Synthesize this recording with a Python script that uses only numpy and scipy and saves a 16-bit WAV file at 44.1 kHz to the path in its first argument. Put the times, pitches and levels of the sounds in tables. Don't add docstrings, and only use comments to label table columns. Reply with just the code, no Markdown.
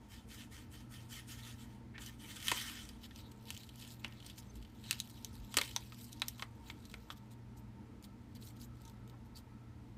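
import sys
import numpy as np
from scipy import signal
from scipy.fft import rfft, irfft, next_fast_len
from scipy.io import wavfile
from scipy.ndimage import uniform_filter1d

SR = 44100
rng = np.random.default_rng(int(sys.argv[2]) if len(sys.argv) > 2 else 0)


def dump_mix(stems):
    frames = np.atleast_2d(stems).T
    limited = np.clip(frames, -1, 1)
    pcm = np.round(limited * 32767).astype(np.int16)
    wavfile.write(sys.argv[1], SR, pcm)


N = 439677
TIME = np.arange(N) / SR
# (frequency [Hz], relative level [dB])
FILM_SPECTRUM = [(300, 0), (700, -2), (1300, -6), (2200, -0.5), (3200, 4.5), (4500, 3.5), (6500, -0.5),
                 (9000, -2), (10500, -6.5), (12500, -2.5), (15500, -8.5)]


def from_db(db):
    return 10 ** (np.asarray(db) / 20)


def rms_one(x):
    return x / np.sqrt(np.mean(x ** 2) + 1e-20)


def at_hz(points, hz):
    f, value = np.transpose(points)
    return np.interp(np.log(hz), np.log(f), value)


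def after(s):
    return np.maximum(TIME - s, 0)


def swell(middle_s, length_s):
    return np.cos(np.pi * np.clip((TIME - middle_s) / length_s, -.5, .5)) ** 2


def drift(knots_per_s):
    knots = rng.standard_normal(4000)
    return rms_one(np.interp(TIME * knots_per_s, np.arange(len(knots)), knots))


def colour(x, spectrum):
    size = 2 * next_fast_len(len(x) // 2 + 8192)
    hz = np.maximum(np.arange(size // 2 + 1) * SR / size, 1)
    cepstrum = irfft(np.log(from_db(at_hz(spectrum, hz))))
    cepstrum[1:size // 2] *= 2
    cepstrum[size // 2 + 1:] = 0
    return irfft(rfft(x, size) * np.exp(rfft(cepstrum)))[:len(x)]


def butter(x, order, edge_hz, kind):
    return signal.sosfilt(signal.butter(order, edge_hz, kind, fs=SR, output="sos"), x)


def band(x, low_hz, high_hz):
    return butter(x, 3, [low_hz, high_hz], "band")


def resonate(x, hz, width_hz):
    r = np.exp(-np.pi * width_hz / SR)
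    numerator = np.array([1, 0, -1]) * (1 - r * r) / 2
    denominator = [1, -2 * r * np.cos(2 * np.pi * hz / SR), r * r]
    return signal.lfilter(numerator, denominator, x + 1e-18)


def grains(per_s, spread_db):
    sizes = from_db(spread_db * np.minimum(rng.exponential(1, N), 4))
    return (rng.random(N) < per_s / SR) * sizes * rng.choice([-1, 1], N)


def play(x, level_db, treble_db):
    low = butter(x, 3, 5900, "low")
    high = butter(x, 3, 5900, "high")
    low = low / np.std(band(low, 2000, 5500))
    high = high / np.std(band(high, 6500, 15000))
    return from_db(level_db) * (low + from_db(treble_db) * high)


def shifting(x, depth_db, knots_per_s, count=22):
    size = next_fast_len(N)
    spectrum = rfft(x, size)
    hz = np.arange(len(spectrum)) * SR / size
    place = np.interp(hz, np.geomspace(900, 15000, count), np.arange(count))
    out = 0
    for k in range(count):
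        one_band = irfft(spectrum * np.maximum(1 - abs(place - k), 0), size)[:N]
        out = out + one_band * from_db(depth_db * drift(knots_per_s))
    return out


def flow_db():
    # (start [s], length [s], flow before powder_db [dB])
    shakes = [(0.0, 0.012, -70), (0.082, 0.098, -62), (0.27, 0.14, -59.5), (0.363, 0.051, -66),
              (0.501, 0.11, -60.5), (0.696, 0.12, -64), (0.889, 0.15, -60.5), (1.083, 0.11, -54),
              (1.263, 0.16, -56), (1.418, 0.098, -58.5), (1.563, 0.081, -61.5), (1.683, 0.07, -75),
              (1.977, 0.12, -56.5), (2.177, 0.12, -60.5), (2.264, 0.048, -57.5), (2.328, 0.032, -55.5),
              (2.436, 0.062, -43), (2.576, 0.069, -49.5)]
    attack_s, sag_db_per_s, release_db_per_s = 0.053, 58, 192
    slugs = 0
    for s, length_s, db in shakes:
        onset = np.sin(np.pi / 2 * np.minimum(after(s) / attack_s, 1)) ** 2
        sag_db = sag_db_per_s * after(s + attack_s)
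        release_db = release_db_per_s * after(s + length_s)
        slugs = slugs + onset * from_db(db - sag_db - release_db)
    rush_s, hold_s, rush_db = 2.503, 0.195, -48.5
    rise_db_per_s, fall_db_per_s = 116, 89
    rise_db = rise_db_per_s * np.maximum(rush_s - TIME, 0)
    fall_db = fall_db_per_s * after(rush_s + hold_s)
    rush = from_db(rush_db - rise_db - fall_db)
    return 20 * np.log10(np.hypot(slugs, rush) + 1e-9)


def powder():
    # (frequency [Hz], width [Hz], gain [dB])
    pouch_air = [(1220, 140, 3.5), (1900, 710, -6), (3080, 310, 3.5)]
    # (frequency [Hz], relative level [dB])
    powder_spectrum = [(300, -32), (600, -9.5), (1000, -6.5), (1600, 1), (2400, 1), (3100, 0.5), (4500, 0),
                       (6500, 1.5), (9000, 2), (10500, -2), (12500, -1.5), (15500, -6.5)]
    fine = rms_one(grains(per_s=8000, spread_db=1.5))
    coarse = rms_one(grains(per_s=400, spread_db=3.0))
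    ticks = fine + from_db(-5.0) * coarse
    ticks = ticks * from_db(0.41 * drift(130) + 1.2 * drift(34.55))
    flakes = from_db(-4.0) * rms_one(grains(per_s=220, spread_db=2.0))
    drive = 0.75 * ticks + flakes
    hollow = sum(from_db(db) * resonate(drive, hz, width) for hz, width, db in pouch_air)
    sound = shifting(colour(ticks + hollow, powder_spectrum), depth_db=2.5, knots_per_s=40)

    level_db = flow_db()
    fines_lead_s = 0.0072
    fines_db = np.interp(TIME + fines_lead_s, TIME, level_db)
    trickle_db, trickle_treble_db, treble_db_per_db = -71.5, -2, -0.1
    trickle_tilt_db = trickle_treble_db + treble_db_per_db * (fines_db - trickle_db)
    treble_db = fines_db - level_db + trickle_tilt_db
    thick_db, thick_damping, thick_edge_hz = -58, 0.57, 1300
    thickness = np.minimum(from_db(level_db - thick_db), 1)
    lows = butter(sound, 1, thick_edge_hz, "low")
    return play(sound - thick_damping * thickness * lows, level_db, treble_db)


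def appliance(waver_db=3.0, phase_waver_rad=0.69, drone_waver_db=3.0, wander_db=0.6):
    # (frequency [Hz], rms level before waver [dB])
    hum_tones = [(59.2, -70.5), (118.8, -59.5), (236.9, -66.5)]
    # (frequency [Hz], width [Hz], level before waver and colouring [dB])
    drone_modes = [(55.5, 11, -73), (83.5, 7, -66), (204.2, 7.3, -66), (297.7, 20, -70.5), (400, 33, -80),
                   (455.5, 26, -75), (905.7, 26, -74.5), (1308, 50, -79.5)]
    # (frequency [Hz], relative level [dB])
    air_spectrum = [(22, -16.5), (40, -7.5), (58, 4.5), (72, 0.5), (100, 2.5), (140, -7), (175, -9),
                    (222, 3), (265, -6.5), (320, -6.5), (400, -21.5), (600, -21), (950, -20.5), (1200, -27),
                    (2000, -26.5), (3000, -32.5), (6000, -38.5), (15000, -48)]
    air_db = -56.5
    hum = 0
    for hz, db in hum_tones:
        phase = 2 * np.pi * (hz * TIME + rng.random()) + phase_waver_rad * drift(7)
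        hum = hum + from_db(db + waver_db * drift(4.5)) * np.sqrt(2) * np.sin(phase)
    drone = 0
    for hz, width, db in drone_modes:
        mode = rms_one(resonate(rng.standard_normal(N), hz, width))
        drone = drone + from_db(db + drone_waver_db * drift(11)) * mode
    drone = colour(drone, [(25, -9.5), (50, -2.5), (1400, 0.0), (3000, -10.0)])
    air = from_db(air_db) * rms_one(colour(rng.standard_normal(N), air_spectrum))
    lows = butter(air, 1, 1200, "low")
    return hum + air - lows + (drone + lows) * from_db(wander_db * drift(8))


def rubs():
    # (middle [s], length [s], centre [Hz], width [Hz], level [dB])
    swells = [(0.402, 0.12, 3200, 1100, -60), (1.439, 0.046, 3800, 500, -58),
              (1.958, 0.056, 1920, 900, -56.5), (4.043, 0.012, 2500, 2500, -55),
              (4.105, 0.27, 2090, 1200, -68), (3.259, 0.089, 3750, 900, -66), (3.82, 0.22, 3020, 700, -69),
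              (4.185, .07, 3880, 1200, -67), (4.5, 0.098, 6240, 60, -74), (4.558, .025, 7350, 250, -71),
              (5.174, 0.051, 3850, 400, -66), (6.39, 0.09, 895, 600, -66), (8.36, 0.033, 4380, 700, -64),
              (8.616, 0.031, 4760, 600, -63), (9.142, 0.048, 890, 700, -64), (9.367, 0.052, 4500, 900, -61)]
    noise = rng.standard_normal(N)
    out = 0
    for s, length_s, hz, width, db in swells:
        narrowed = rms_one(resonate(resonate(noise, hz, width), hz, width))
        out = out + from_db(db) * swell(s, length_s) * narrowed
    return out


def ripple_db(x, hz, bins=15):
    power = uniform_filter1d(abs(rfft(x)) ** 2, bins)
    level = 10 * np.log10(np.interp(hz, np.arange(len(power)) * SR / len(x), power) + 1e-9)
    return np.clip(level - level.mean(), -10, 10)


def snaps(damping=0.41, gain_db=-1.5, peak_db=11.0, second_db=6.5, peak_octaves=0.12,
          edge_db_per_octave=15.5, crack_db=-1.5, buckle_s=0.00044, count=320):
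    # (time [s], level before gain_db [dB], treble re level [dB], t60 at 3 kHz [s],
    #  main pitch [Hz], second pitch [Hz], lowest pitch of the fold [Hz])
    creases = [(1.9804, -48.5, -26, 0.032, 1710, 2240, 900), (2.062, -56, 6, 0.03, 5940, 12000, 3000),
               (2.366, -51.5, -2, 0.028, 3300, 1900, 1200), (2.403, -54, -4, .018, 3200, 5200, 1500),
               (2.427, -51.5, -3, .018, 3200, 2210, 1500), (2.4826, -31.5, -6.5, 0.0053, 3100, 3850, 1790),
               (2.516, -31.5, -5, .019, 2000, 2720, 600), (2.89, -56.5, 3, 0.025, 4800, 3240, 2000),
               (3.11, -57.5, -21, 0.021, 1810, 3530, 1300), (3.1604, -56.5, -2, 0.0062, 5270, 6000, 3000),
               (3.5045, -45, 1, 0.0059, 2920, 2450, 700), (3.482, -59, -9, .015, 3300, 2600, 2000),
               (3.547, -57, -1, .025, 2900, 6000, 2200), (3.566, -51.5, -7, 0.015, 3080, 7000, 2200),
               (3.634, -58, -3, 0.0061, 4340, 3040, 2200), (3.6912, -55, -5.5, 0.023, 3100, 4200, 2400),
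               (3.823, -56.5, -4, .016, 3100, 4200, 2400), (3.849, -58, -5, 0.018, 3020, 4400, 2400),
               (4.046, -38, -16.5, 0.011, 2820, 2180, 500), (4.0625, -55, -14, .025, 2900, 2200, 1500),
               (4.124, -58, -11, 0.0097, 2900, 4800, 2000), (4.2023, -56.5, -10, 0.024, 3100, 4000, 2600),
               (4.226, -58, -11, .022, 3100, 4000, 2600), (4.2465, -60, -8, .016, 3100, 4400, 2600),
               (4.264, -59, 6.5, 0.023, 4300, 8640, 2500), (4.299, -52, -5, 0.038, 3380, 2680, 2000),
               (4.626, -60.5, -5, 0.034, 2980, 4460, 2200), (4.649, -61, -10, 0.026, 3100, 4500, 2200),
               (4.91, -33, 1.5, .005, 2710, 4170, 1590), (4.928, -43, -2, 0.0094, 4130, 2300, 1200),
               (5.0014, -39.5, 1.5, 0.005, 3900, 6400, 3100),
               (5.247, -46.5, 3.5, 0.0042, 6200, 12000, 4020), (5.542, -44, -2, 0.013, 1190, 3100, 700),
               (5.5696, -31, 2, 0.012, 2190, 3080, 400), (5.5712, -32.5, -6, 0.015, 1140, 3080, 400),
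               (5.574, -37, 5, .006, 7500, 8850, 2000), (5.586, -30, -7.5, 0.0075, 4300, 1210, 443),
               (5.614, -33.5, -5.5, 0.01, 2200, 3470, 910), (5.595, -53, -13.5, .012, 2000, 4200, 700),
               (5.6396, -51, -13, .012, 3600, 2000, 1200), (5.677, -58, -2, 0.0092, 3800, 6000, 2000),
               (5.711, -52, -5, .017, 3050, 5500, 2000), (5.7633, -38.5, -9, 0.011, 3530, 4300, 1184),
               (5.7628, -39, 3.5, 0.0036, 6200, 5570, 3040), (5.9221, -53.5, -13, 0.017, 1220, 2500, 700),
               (6.129, -58.5, 7.5, .012, 3740, 5770, 3020), (6.219, -32, -10, 0.0092, 3860, 2440, 700),
               (6.283, -49.5, 12, 0.016, 12900, 5570, 2000), (6.3955, -49, -11, 0.012, 1100, 3260, 800),
               (6.4234, -39.5, -15, 0.015, 1160, 2060, 550), (6.7, -44.5, -26, .011, 2200, 3460, 650),
               (6.8535, -59, 0.5, 0.034, 4100, 6000, 3000), (6.9407, -47, -12, 0.0068, 2240, 1400, 700),
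               (7.103, -45.5, -16, 0.015, 3500, 1750, 600), (8.424, -59, -7, 0.04, 4200, 6030, 3000),
               (8.852, -68, 8.5, 0.022, 6040, 4000, 3000), (8.878, -67, 6, .035, 3600, 6030, 3000)]
    # (frequency [Hz], relative level [dB])
    crease_spectrum = [(200, 9), (300, 0), (430, 4), (700, 5), (1000, 7), (1500, 7), (2200, 7), (3400, 8.5),
                       (5000, 2.5), (6500, -1), (9000, -1), (10600, -7), (12500, -7.5), (15500, -14)]
    t = np.arange(int(.06 * SR)) / SR
    grid_hz = np.geomspace(100, 16000, 150)
    attack = int(.008 * SR)
    out = np.zeros(N + len(t))
    for s, level_db, treble_db, t60, pitch, second, lowest in creases:
        hz = 220 + 15300 * ((np.arange(count) + rng.random(count)) / count) ** 1.7
        life_s = max(t60, .002) * (3000 / hz) ** damping
        strength = np.sqrt(np.gradient(hz) / life_s) * rng.choice([-1, 1], count)
        modes = np.sin(2 * np.pi * hz[:, None] * t) * from_db(-60 * t / life_s[:, None])
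        ring = (strength[:, None] * modes).sum(0) * (1 - np.exp(-t / buckle_s))
        burst = ring / np.linalg.norm(ring) + from_db(crack_db) * (t == 0)

        fold_db = at_hz(crease_spectrum, grid_hz)
        for f, db in ((pitch, peak_db), (second, second_db)):
            fold_db = fold_db + db * np.exp(-.5 * (np.log2(grid_hz / f) / peak_octaves) ** 2)
        fold_db = fold_db - edge_db_per_octave * np.maximum(np.log2(lowest / grid_hz), 0)
        snap = colour(burst, np.column_stack([grid_hz, fold_db - ripple_db(burst, grid_hz)]))

        body, mids, treble = band(snap, 150, 5800), band(snap, 1500, 5800), band(snap, 5800, 16000)
        snap = body / np.std(mids[:attack]) + from_db(treble_db) * treble / np.std(treble[:attack])
        start = int(s * SR)
        out[start:start + len(t)] += from_db(level_db + gain_db) * snap
    return out[:N]


def knocks(rise_s=0.0005):
    # (time [s], pitch [Hz], t60 [s], level before the rise [dB])
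    panels = [(2.517, 1050, .02, -24.5), (2.5175, 470, 0.029, -34.5), (2.518, 333, 0.034, -35),
              (4.911, 260, .025, -43), (5.570, 284, 0.039, -34.5), (5.571, 420, 0.03, -34.5),
              (5.5865, 540, 0.028, -34.5), (5.6145, 470, .02, -45), (5.7628, 906, 0.013, -31),
              (6.2195, 1010, 0.012, -43), (6.941, 447, .02, -48), (7.1025, 1200, 0.017, -32)]
    out = 0
    for s, hz, t60, db in panels:
        decay = from_db(db - 60 * np.minimum(after(s) / t60, 4))
        rise = 1 - np.exp(-after(s) / rise_s)
        out = out + decay * rise * np.sin(2 * np.pi * hz * after(s))
    return out


def flexing_db():
    # (time [s], level before crinkle_db [dB])
    handling = [(2.9, -97), (3.1, -69.5), (3.36, -75.5), (3.6, -62.5), (3.72, -71.5), (3.85, -66),
                (4.02, -72.5), (4.2, -72.5), (4.35, -70), (4.52, -75), (4.78, -72.5), (4.97, -63.5),
                (5.2, -67), (5.45, -68.5), (5.75, -62.5), (5.9, -67), (6.35, -71), (6.5, -77),
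                (6.95, -68.5), (7.4, -90), (8.6, -82.5), (9.9, -89)]
    handling_treble_db = -2
    # (middle [s], length [s], level before crinkle_db [dB], treble re level [dB])
    flexes = [(3.046, 0.085, -56, -5.5), (3.188, 0.11, -58.5, -4), (3.32, 0.019, -65, 7),
              (3.51, 0.13, -54.5, -5), (3.59, 0.091, -66, -2), (3.828, 0.21, -59.5, 0),
              (3.914, 0.12, -60, 0), (4.001, 0.02, -62, 1), (4.277, 0.14, -57, -4), (4.39, 0.053, -55, 4),
              (4.565, 0.049, -69, 5), (4.903, 0.26, -53.5, -8.5), (4.99, 0.035, -59, -5),
              (5.103, 0.035, -65, 6), (5.34, 0.072, -66, 3), (5.62, 0.31, -50, -3.5),
              (5.807, 0.26, -62.5, -2), (6.02, 0.27, -67.5, 7.5), (6.125, 0.034, -65, 4),
              (6.202, 0.021, -69, -6), (6.278, 0.18, -59, -5), (6.41, 0.1, -59.5, -1),
              (6.687, 0.12, -61.5, -0.5), (6.91, 0.1, -67, -3), (7.12, 0.047, -59, -3),
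              (7.174, 0.054, -67.5, -1), (7.321, 0.058, -68.5, 2), (7.583, 0.061, -78, 11),
              (8.046, 0.042, -62, 4.5), (8.362, .04, -60, -1.5), (8.462, 0.18, -66, 6.5),
              (8.57, 0.036, -66.5, -1), (8.625, 0.094, -65, 8), (8.835, 0.28, -73.5, 1),
              (9.095, 0.04, -74, -1), (9.261, 0.033, -75, 2), (9.38, 0.077, -63, 4)]
    handling_db = np.interp(TIME, *np.transpose(handling))
    mids = from_db(handling_db) ** 2
    treble = from_db(handling_db + handling_treble_db) ** 2
    for s, length_s, db, treble_db in flexes:
        power = from_db(db) ** 2 * swell(s, length_s) ** 2
        mids = mids + power
        treble = treble + power * from_db(treble_db) ** 2
    return 10 * np.log10(mids), 10 * np.log10(treble / mids)


def crinkle(clump_db=1.3, cycles=13.1, rub_db=-1.5, tick_db=0.0, count=24):
    clicks = grains(per_s=1500, spread_db=1.0)
    dealt = rng.integers(0, count, N)
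    pitches_hz = np.linspace(1000, 15000, count)
    widths_hz = pitches_hz / cycles + 250
    wrinkles = 0
    for k in range(count):
        ring = resonate(clicks * (dealt == k), pitches_hz[k], widths_hz[k])
        wrinkles = wrinkles + ring / np.sqrt(widths_hz[k])
    shiver = rng.standard_normal(200) * np.exp(-np.arange(200) / 22)
    ticks = rms_one(np.convolve(grains(per_s=140, spread_db=2.5), shiver)[:N])
    rub = from_db(rub_db) * rng.standard_normal(N)
    texture = rms_one(wrinkles) + rub + from_db(tick_db) * ticks
    clumped = texture * from_db(clump_db * drift(160))
    film = shifting(colour(clumped, FILM_SPECTRUM), depth_db=3.0, knots_per_s=45)
    level_db, treble_db = flexing_db()
    return play(film, level_db, treble_db)


def dry_ticks(gain_db=-4.5, t60=0.0074, low_hz=3000):
    # (time [s], level before gain_db and filters [dB])
    flips = [(3.042, -59), (3.317, -59), (3.455, -56), (3.487, -56), (3.576, -45.5), (3.758, -52.5),
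             (3.877, -50), (3.905, -53), (4.0803, -54), (4.3825, -49), (4.556, -57), (4.992, -47),
             (5.0747, -52), (5.098, -52), (5.226, -58), (5.945, -55), (6.013, -52), (6.198, -51),
             (6.382, -57), (6.915, -54), (7.122, -63), (7.176, -62), (7.319, -61), (7.573, -64),
             (8.026, -56), (8.042, -54), (8.352, -55), (8.474, -53), (8.600, -63), (8.6155, -52),
             (8.818, -58), (8.8973, -54), (9.077, -59), (9.098, -56.5), (9.358, -58)]
    t = np.arange(int(.008 * SR)) / SR
    out = np.zeros(N + len(t))
    for s, db in flips:
        burst = rms_one(rng.standard_normal(len(t)) * from_db(-60 * t / t60))
        start = int(s * SR)
        out[start:start + len(t)] += from_db(db + gain_db) * burst
    return butter(colour(out[:N], FILM_SPECTRUM), 2, low_hz, "high")


def thuds():
    # (middle [s], length [s], pitch [Hz], rms level at the middle [dB])
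    bumps = [(4.6, 0.16, 54, -49), (5.422, 0.12, 51.2, -48), (8.366, 0.037, 221, -50.5)]
    out = 0
    for s, length_s, hz, db in bumps:
        out = out + from_db(db) * swell(s, length_s) * np.sqrt(2) * np.sin(2 * np.pi * hz * TIME)
    return out


def surroundings(x, near_db=-9.0, near_t60=0.024, room_db=-12.5):
    # (frequency [Hz], response amplitude [dB], t60 [s])
    bowl_modes = [(1145, -78, .45), (1191, -68.5, 0.48), (2257, -71.5, 0.36), (3270, -73, 0.26),
                  (4400, -73, 0.282)]
    # (frequency [Hz], t60 [s])
    kitchen_t60 = [(200, 0.3), (1500, 0.14), (5000, 0.077), (15000, 0.094)]
    t = np.arange(SR // 2) / SR
    arrived = t > .002
    near = rng.standard_normal(len(t)) * from_db(-60 * t / near_t60) * arrived
    near = colour(near, [(200, -1.5), (3500, -4.5), (7000, -9.5), (15000, -3.5)])
    edges_hz = np.geomspace(150, 16000, 8)
    tail = 0
    for low, high in zip(edges_hz, edges_hz[1:]):
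        t60 = at_hz(kitchen_t60, np.sqrt(low * high))
        tail = tail + band(rng.standard_normal(len(t)), low, high) * from_db(-60 * t / t60)
    tail = tail * arrived
    bowl = 0
    for hz, db, t60 in bowl_modes:
        bowl = bowl + from_db(db) * np.sin(2 * np.pi * hz * t) * from_db(-60 * t / t60)
    near = from_db(near_db) * near / np.linalg.norm(near)
    tail = from_db(room_db) * tail / np.linalg.norm(tail)
    return x + signal.fftconvolve(x, near + tail + bowl)[:N]


def scene(powder_db=-0.5, crinkle_db=-3.5):
    pouch = from_db(powder_db) * powder() + rubs() + snaps() + knocks()
    pouch = pouch + from_db(crinkle_db) * crinkle() + dry_ticks()
    return (surroundings(pouch) + appliance() + thuds())[None]


def record(dry):
    cutoff_hz = 15450
    return signal.sosfilt(signal.ellip(10, .2, 80, cutoff_hz, fs=SR, output="sos"), dry)


dry = scene()
out = record(dry)
dump_mix(out)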